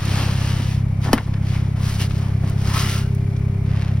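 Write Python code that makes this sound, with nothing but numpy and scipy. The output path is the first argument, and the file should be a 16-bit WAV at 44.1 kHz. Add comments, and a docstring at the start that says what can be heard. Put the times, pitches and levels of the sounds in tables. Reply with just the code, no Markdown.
"""A plastic bucket scoops feed pellets from a plastic bin; in the yard a diesel idles throughout.
First the heap is shaken off: pellets rustle on each other and drum on the bucket, which bumps the bin.
At 1 s the bucket digs in; one hard knock makes the limiter duck everything briefly. Two pushes follow.
From 2.1 s the bucket turns upright, its wire handle ticking; at 2.7 s it comes free and overflows.
From 3.7 s the load settles."""
import sys
import numpy as np
from scipy import signal
from scipy.fft import rfft, irfft
from scipy.io import wavfile
from scipy.ndimage import uniform_filter1d, minimum_filter1d

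SR = 44100
rng = np.random.default_rng(int(sys.argv[2]) if len(sys.argv) > 2 else 0)


def put_to_file(sound):
    """Save the sound as 16-bit audio at rate SR, in the file named by the first command-line argument."""
    columns = np.atleast_2d(sound).T  # one column per channel
    safe = np.clip(columns, -1, 1)
    whole_steps = np.round(safe * 32767)
    wavfile.write(sys.argv[1], SR, whole_steps.astype(np.int16))


N = 176400
TIME_S, FREQS_HZ = np.arange(N) / SR, np.fft.rfftfreq(N, 1 / SR)

# pellet flow, one curve per slide: time_s, rustle_db, drumming_db
SLIDES = [
    [(0, -40, -39), (.1, -34.5, -34.5), (.2, -32, -30), (.35, -39, -36), (.45, -35, -35.5), (.62, -40, -38),
     (.73, -40.5, -41.5), (.82, -53.5, -54)],
    [(1.015, -49, -60), (1.045, -36.5, -35), (1.085, -42.5, -30.5), (1.105, -45.5, -43),
     (1.16, -39.5, -23.5), (1.205, -42, -28), (1.24, -45, -42.5), (1.38, -59, -42.5)],
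    [(1.42, -54.5, -44), (1.49, -42, -51), (1.55, -42.5, -39), (1.63, -50.5, -43.5), (1.73, -56, -52)],
    [(1.76, -52.5, -41.5), (1.87, -35.5, -41.5), (1.94, -38, -40), (1.985, -42.5, -44), (2.005, -30.5, -34),
     (2.035, -32.5, -35), (2.075, -46.5, -42.5)],
    [(2.09, -46.5, -53), (2.19, -45.5, -42.5), (2.29, -50.5, -38), (2.39, -57, -54), (2.48, -44.5, -38.5),
     (2.55, -51.5, -45.5), (2.61, -44.5, -41.5), (2.67, -37.5, -36), (2.725, -35.5, -37)],
    [(2.74, -30, -32), (2.805, -28.5, -38), (2.85, -34, -34), (2.92, -31.5, -38.5), (2.99, -36.5, -37.5),
     (3.07, -52, -65), (3.2, -60, -64), (3.33, -60, -61), (3.45, -64, -59)],
    [(3.66, -48.5, -68), (3.75, -45, -40.5), (3.82, -41.5, -48), (3.89, -46, -42.5), (4, -56.5, -57)],
]
# collision rate of each slide: grains_per_s
SLIDE_GRAINS_PER_S = [11920, 9050, 6990, 7900, 4850, 9170, 1080]
# rustle tilt of each slide, above 1 kHz: tilt_db_per_octave
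SLIDE_TILTS = [0, 0.5, -0.5, 1.9, 1, 2, -4.5]
# pellet on pellet: freq_hz, gain_db
RUSTLE_SPECTRUM = [(900, -8.5), (1900, 1.5), (2800, 2), (3900, -1), (5100, -0.5), (6300, -5.5),
                   (8000, -8.5), (11000, -12.5), (16000, -17.5)]
# pellet on bucket wall: freq_hz, gain_db
DRUMMING_SPECTRUM = [(120, 13.5), (270, 13.5), (420, 6), (760, 6), (1100, 5), (1700, 1), (2300, -8),
                     (3500, -10), (7000, -66)]
# bucket resonances: pitch_hz, gain_db, t60_s
BUCKET_MODES = [(201, -10.5, 0.088), (260, -1.5, 0.085), (316, -9, 0.094), (515, -9, 0.031),
                (649, -5, 0.037), (845, -9.5, 0.08), (961, -5.5, 0.035), (1109, -2.5, 0.036),
                (1250, -13.5, 0.069), (1784, -2.5, 0.037), (2027, -14, 0.091), (3056, -7, 0.05),
                (5280, -11, 0.03)]
# rubbed wall resonances: peak_s, sigma_s, pitch_hz, rise_hz_per_s, t60_cycles, level_db
RUBS = [(.22, .11, 2720, 0, 60, -42), (.22, .1, 3080, 0, 60, -44), (.2, .12, 4150, 0, 40, -44),
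        (.5, .15, 2900, 300, 45, -45), (1.555, .035, 2250, 0, 14, -41), (1.87, .06, 1150, 1500, 10, -43.5),
        (2.015, .017, 2840, 0, 100, -35), (2.76, .045, 1070, 500, 28, -34.5),
        (2.785, .055, 1290, 400, 28, -34.3), (2.82, .08, 1900, 1200, 9, -34.5),
        (2.88, .1, 2860, 0, 90, -40), (2.8, .1, 5100, 0, 30, -39), (2.96, .065, 1410, 700, 22, -38.5)]
# bucket on bin: start_s, level_db, sharpness_hz
KNOCKS = [(0.203, -17, 348), (0.411, -32, 600), (0.591, -16.5, 400), (1.055, -23, 700),
          (1.086, -17.5, 1080), (1.1307, -6, 14000), (1.273, -26, 1200), (2.434, -23.5, 760),
          (2.835, -26, 600)]
# hard contact: freq_hz, gain_db
CRACK_SPECTRUM = [(200, 17.5), (500, 8), (1100, 3.5), (2200, 0.5), (3500, 0.5), (5500, -1.5), (7500, -8),
                  (11000, -1.5), (16000, -11)]
# handle and stray pellets: start_s, level_db, centre_hz
TICKS = [(0.053, -30.5, 6850), (1.1794, -15.5, 1370), (1.1834, -23, 2000), (1.339, -30, 2020),
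         (2.109, -30.5, 2100), (2.497, -35.5, 10000), (3.149, -40, 8700), (3.365, -41, 3950)]
# idle speed: time_s, firing_hz
IDLE_RATE = [(0, 33.05), (2.3, 33.05), (2.6, 33.14), (3.25, 33.13), (3.5, 33.05), (4, 33.08)]
# exhaust harmonics: firing_order, level_db
EXHAUST_HARMONICS = [(1, -53), (2, -29.5), (3, -22.5), (4, -24.5), (5, -31.5), (6, -34.5), (8, -48),
                     (9, -51)]
# higher engine tone: time_s, level_db
DRONE_LEVEL = [(0, -75), (1.3, -54), (2.6, -44.5), (3.68, -41.5), (3.8, -51)]
# engine clatter and open yard: freq_hz, density_db
YARD_SPECTRUM = [(20, -50), (40, -64), (60, -53), (130, -53), (250, -65.5), (400, -71), (650, -73),
                 (1000, -78), (1700, -83), (2050, -79.5), (2280, -78.5), (2550, -86.5), (4000, -93),
                 (6000, -95.5), (10000, -101), (16000, -103)]
# machine whine: time_s, level_db
WHINE_LEVEL = [(1, -59), (1.55, -64), (2.2, -61), (2.35, -54), (2.55, -62), (3.2, -61), (3.45, -53),
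               (3.62, -60)]
# left-right likeness at the bin: freq_hz, correlation
BIN_CORRELATION = [(150, 0.85), (300, 1), (640, 0.65), (1400, 0.97), (3000, 0.63), (5000, 0.68), (7000, 1),
                   (15000, 0.96)]
# left-right likeness of the yard: freq_hz, correlation
YARD_CORRELATION = [(150, 0.97), (300, 0.9), (640, 0.33), (1400, 0.42), (3000, 0.21), (5000, 0.43),
                    (7000, 1), (15000, 1)]
# microphone balance: freq_hz, left_minus_right_db
MIC_BALANCE = [(100, 0.27), (290, .5), (450, 1.5), (740, 5.5), (1220, 6.5), (2000, -0.2), (3300, .3),
               (5200, -0.5), (8000, -0.5)]
# microphone phase: freq_hz, left_lead_rad
MIC_PHASE = [(0, 0), (1800, 0), (2500, .8), (4300, 1.4), (5400, .7), (7250, 3.14), (10300, 6.28),
             (13550, 9.42), (16700, 12.5)]


def from_db(db):
    """Decibels to gain."""
    return 10 ** (np.asarray(db) / 20)


def unit_rms(x):
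    """Scale to rms 1."""
    return x / np.sqrt(np.mean(x ** 2) + 1e-20)


def over_time(rows):
    """Each column of a curve at every sample."""
    times_s, *columns = np.transpose(rows)
    return [np.interp(TIME_S, times_s, column) for column in columns]


def over_hz(rows):
    """A curve at every bin, interpolated in log frequency."""
    freq_hz, value = np.transpose(rows)
    return np.interp(np.log(FREQS_HZ + 1), np.log(freq_hz), value)


def colour(x, gain_db):
    """Filter by a gain per bin."""
    return irfft(rfft(x) * from_db(gain_db), N)


def drift(corner_hz):
    """Smooth random motion, rms 1."""
    return unit_rms(irfft(rfft(rng.standard_normal(N)) / (1 + (FREQS_HZ / corner_hz) ** 2), N))


def stereo(pair, correlation):
    """Mix two independent signals to correlated left and right."""
    alike = np.clip(over_hz(correlation), 0, .995)
    mid, side = rfft(pair) * np.sqrt([(1 + alike) / 2, (1 - alike) / 2])
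    return irfft([mid + side, mid - side], N)


def noise(correlation):
    """Stereo white noise."""
    return stereo(rng.standard_normal((2, N)), correlation)


def grains(per_s=4000, spread_db=3):
    """Random pellet impacts of uneven size, in stereo."""
    sizes = from_db(spread_db * np.minimum(rng.exponential(1, (2, N)), 5))
    signs = rng.choice([-1, 1], (2, N))
    struck = rng.random((2, N)) < per_s / SR
    return stereo(sizes * signs * struck, BIN_CORRELATION)


def ring(x, pitch_hz, t60_s):
    """One mode: a unit click rings a decaying unit sine."""
    radius = np.exp(-np.log(1000) / (t60_s * SR))
    step_rad = 2 * np.pi * pitch_hz / SR
    return signal.lfilter([0, np.sin(step_rad)], [1, -2 * radius * np.cos(step_rad), radius ** 2], x + 1e-18)


def decay(start_s, t60_s):
    """Instant onset, exponential decay."""
    return (TIME_S >= start_s) * from_db(-60 * np.clip((TIME_S - start_s) / t60_s, 0, 10))


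def pellets(rustle_db=2, drumming_db=2, wall_db=-11.5):
    """Showers of tiny collisions: a bright rustle, and a duller drumming that rings the bucket."""
    octaves = np.log2(np.maximum(FREQS_HZ, 1000) / 4000)
    rustle, wall_flow = 0, 0
    for slide, tilt, per_s in zip(SLIDES, SLIDE_TILTS, SLIDE_GRAINS_PER_S):
        hits = grains(per_s, spread_db=3.5)
        outside_s = np.maximum(0, np.maximum(slide[0][0] - TIME_S, TIME_S - slide[-1][0]))
        flow, on_wall = from_db(over_time(slide)) * np.exp(-outside_s / .0065)
        rustle += flow * unit_rms(colour(hits, over_hz(RUSTLE_SPECTRUM) + tilt * octaves))
        wall_flow = np.maximum(wall_flow, on_wall)
    drumming = unit_rms(colour(grains(), over_hz(DRUMMING_SPECTRUM)))
    wall_hits = signal.sosfilt(signal.butter(2, 1200, "high", fs=SR, output="sos"), grains())
    wall = unit_rms(sum(from_db(db) * ring(wall_hits, hz, t60_s) for hz, db, t60_s in BUCKET_MODES))
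    bucket = from_db(drumming_db) * drumming + from_db(wall_db) * wall
    return from_db(rustle_db) * rustle + wall_flow * bucket


def rubs():
    """Pellets dragged along the wall excite single resonances, some rising as the bucket fills."""
    hits, out = grains(), np.zeros((2, N))
    for peak_s, sigma_s, pitch_hz, rise_hz_per_s, t60_cycles, level_db in RUBS:
        near = np.abs(TIME_S - peak_s) < 3 * sigma_s
        offset_s = TIME_S[near] - peak_s
        glide = np.exp(2j * np.pi * (pitch_hz + rise_hz_per_s * offset_s / 2) * offset_s)
        pole = np.exp(-np.log(1000) * pitch_hz / (t60_cycles * SR))
        # gliding resonator: shift down, low-pass, shift back
        tone = np.real(glide * signal.lfilter([1], [1, -pole], hits[:, near] / glide))
        swell = np.exp(-.5 * (offset_s / sigma_s) ** 2)
        out[:, near] += from_db(level_db) * swell * unit_rms(tone)
    return out


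def knocks(lag_at_1khz_s=.003):
    """Blows ring the bucket, highs first; sharp contacts also crack and scatter pellets."""
    start_s, level_db, sharpness_hz = np.transpose(KNOCKS)
    body, burst = 0, 0
    for pitch_hz, mode_db, t60_s in BUCKET_MODES:
        arrival_s = start_s + lag_at_1khz_s * np.sqrt(1000 / pitch_hz)
        contact_loss = np.sqrt(1 + (pitch_hz / sharpness_hz) ** 4)
        clicks = np.zeros(N)
        clicks[(arrival_s * SR).astype(int)] = from_db(level_db + mode_db) / contact_loss
        body += ring(clicks, pitch_hz, t60_s)
    for at_s, strength in zip(start_s, from_db(level_db) * sharpness_hz / sharpness_hz.max()):
        crack = from_db(-30) * decay(at_s, t60_s=.014)
        scatter = from_db(-1) * decay(at_s, t60_s=.07)
        burst += strength * (crack + scatter)
    return body + burst * unit_rms(colour(noise(BIN_CORRELATION), over_hz(CRACK_SPECTRUM)))


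def bending_wave(boost_db=7, end_hz=222, sweep_hz=1830, fall_s=.0015,
                 attack_s=.003, hold_s=.011, t60_s=.04):
    """The hardest blow sweeps down into a thump: highs travel faster in the wall."""
    start_s, level_db, _ = max(KNOCKS, key=lambda knock: knock[1])
    age_s = np.maximum(TIME_S - start_s, 0)
    cycles = end_hz * age_s + sweep_hz * fall_s * (1 - np.exp(-age_s / fall_s))
    swell = 1 - np.exp(-age_s / attack_s)
    fade = from_db(-60 * np.clip((age_s - hold_s) / t60_s, 0, 10))
    return from_db(level_db + boost_db) * swell * fade * np.sin(2 * np.pi * cycles)


def ticks(t60_s=.035, octave_loss_db=7):
    """Wire handle and stray pellets: short bursts of band noise."""
    hiss, out = noise(BIN_CORRELATION), 0
    for start_s, level_db, centre_hz in TICKS:
        band_db = -octave_loss_db * np.log2((FREQS_HZ + 1) / centre_hz) ** 2
        out += from_db(level_db) * decay(start_s, t60_s) * unit_rms(colour(hiss, band_db))
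    return out


def engine(first_firing_s=.024, jitter_s=52e-6, waver_db=1.27, drone_order=12, throb_depth=.17):
    """Idling diesel: one exhaust pulse per firing, a higher drone, clatter throbbing in step."""
    firing_hz, = over_time(IDLE_RATE)
    shift_s = jitter_s * drift(36) - first_firing_s
    phase_rad = 2 * np.pi * (np.cumsum(firing_hz) / SR + firing_hz * shift_s)
    exhaust = sum(from_db(db) * np.sin(order * phase_rad) for order, db in EXHAUST_HARMONICS)
    exhaust *= from_db(-waver_db * drift(45))
    drone = from_db(over_time(DRONE_LEVEL)[0] + drift(10)) * np.sin(drone_order * phase_rad)
    clatter = colour(noise(YARD_CORRELATION), over_hz(YARD_SPECTRUM)) * np.sqrt(SR / 2)
    throb = 1 - throb_depth * np.cos(phase_rad)
    return np.sqrt(2) * (exhaust + drone) + clatter * throb


def whine():
    """Faint machine whine: noise in a narrow resonance, swelling and fading."""
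    tone = ring(noise(YARD_CORRELATION), pitch_hz=2360, t60_s=.06)
    return from_db(over_time(WHINE_LEVEL)[0]) * unit_rms(tone)


def scene():
    """Idling engine and whine under the scooping."""
    return engine() + whine() + pellets() + rubs() + knocks() + bending_wave() + ticks()


def record(dry, ceiling_db=-1, hold_s=.08, release_db_per_s=45, cutoff_hz=15900):
    """Microphone pair, limiter with hold and slow release, steep low-pass."""
    lead_rad = np.interp(FREQS_HZ, *np.transpose(MIC_PHASE))
    left_gain = from_db(over_hz(MIC_BALANCE) / 2) * np.exp(.5j * lead_rad)
    mics = irfft(rfft(dry) * np.array([left_gain, 1 / left_gain]), N)
    over_db = np.maximum(0, 20 * np.log10(np.abs(mics).max(0) + 1e-9) - ceiling_db)
    hold_samples = 2 * int(hold_s * SR / 2) + 1
    held_db = -minimum_filter1d(-over_db, hold_samples, origin=hold_samples // 2)
    release_db = release_db_per_s * TIME_S
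    duck_db = np.maximum.accumulate(held_db + release_db) - release_db
    limited = mics * from_db(-uniform_filter1d(duck_db, size=16))
    return irfft(rfft(limited) / np.sqrt(1 + (FREQS_HZ / cutoff_hz) ** 200), N)


dry = scene()
out = record(dry)
put_to_file(out)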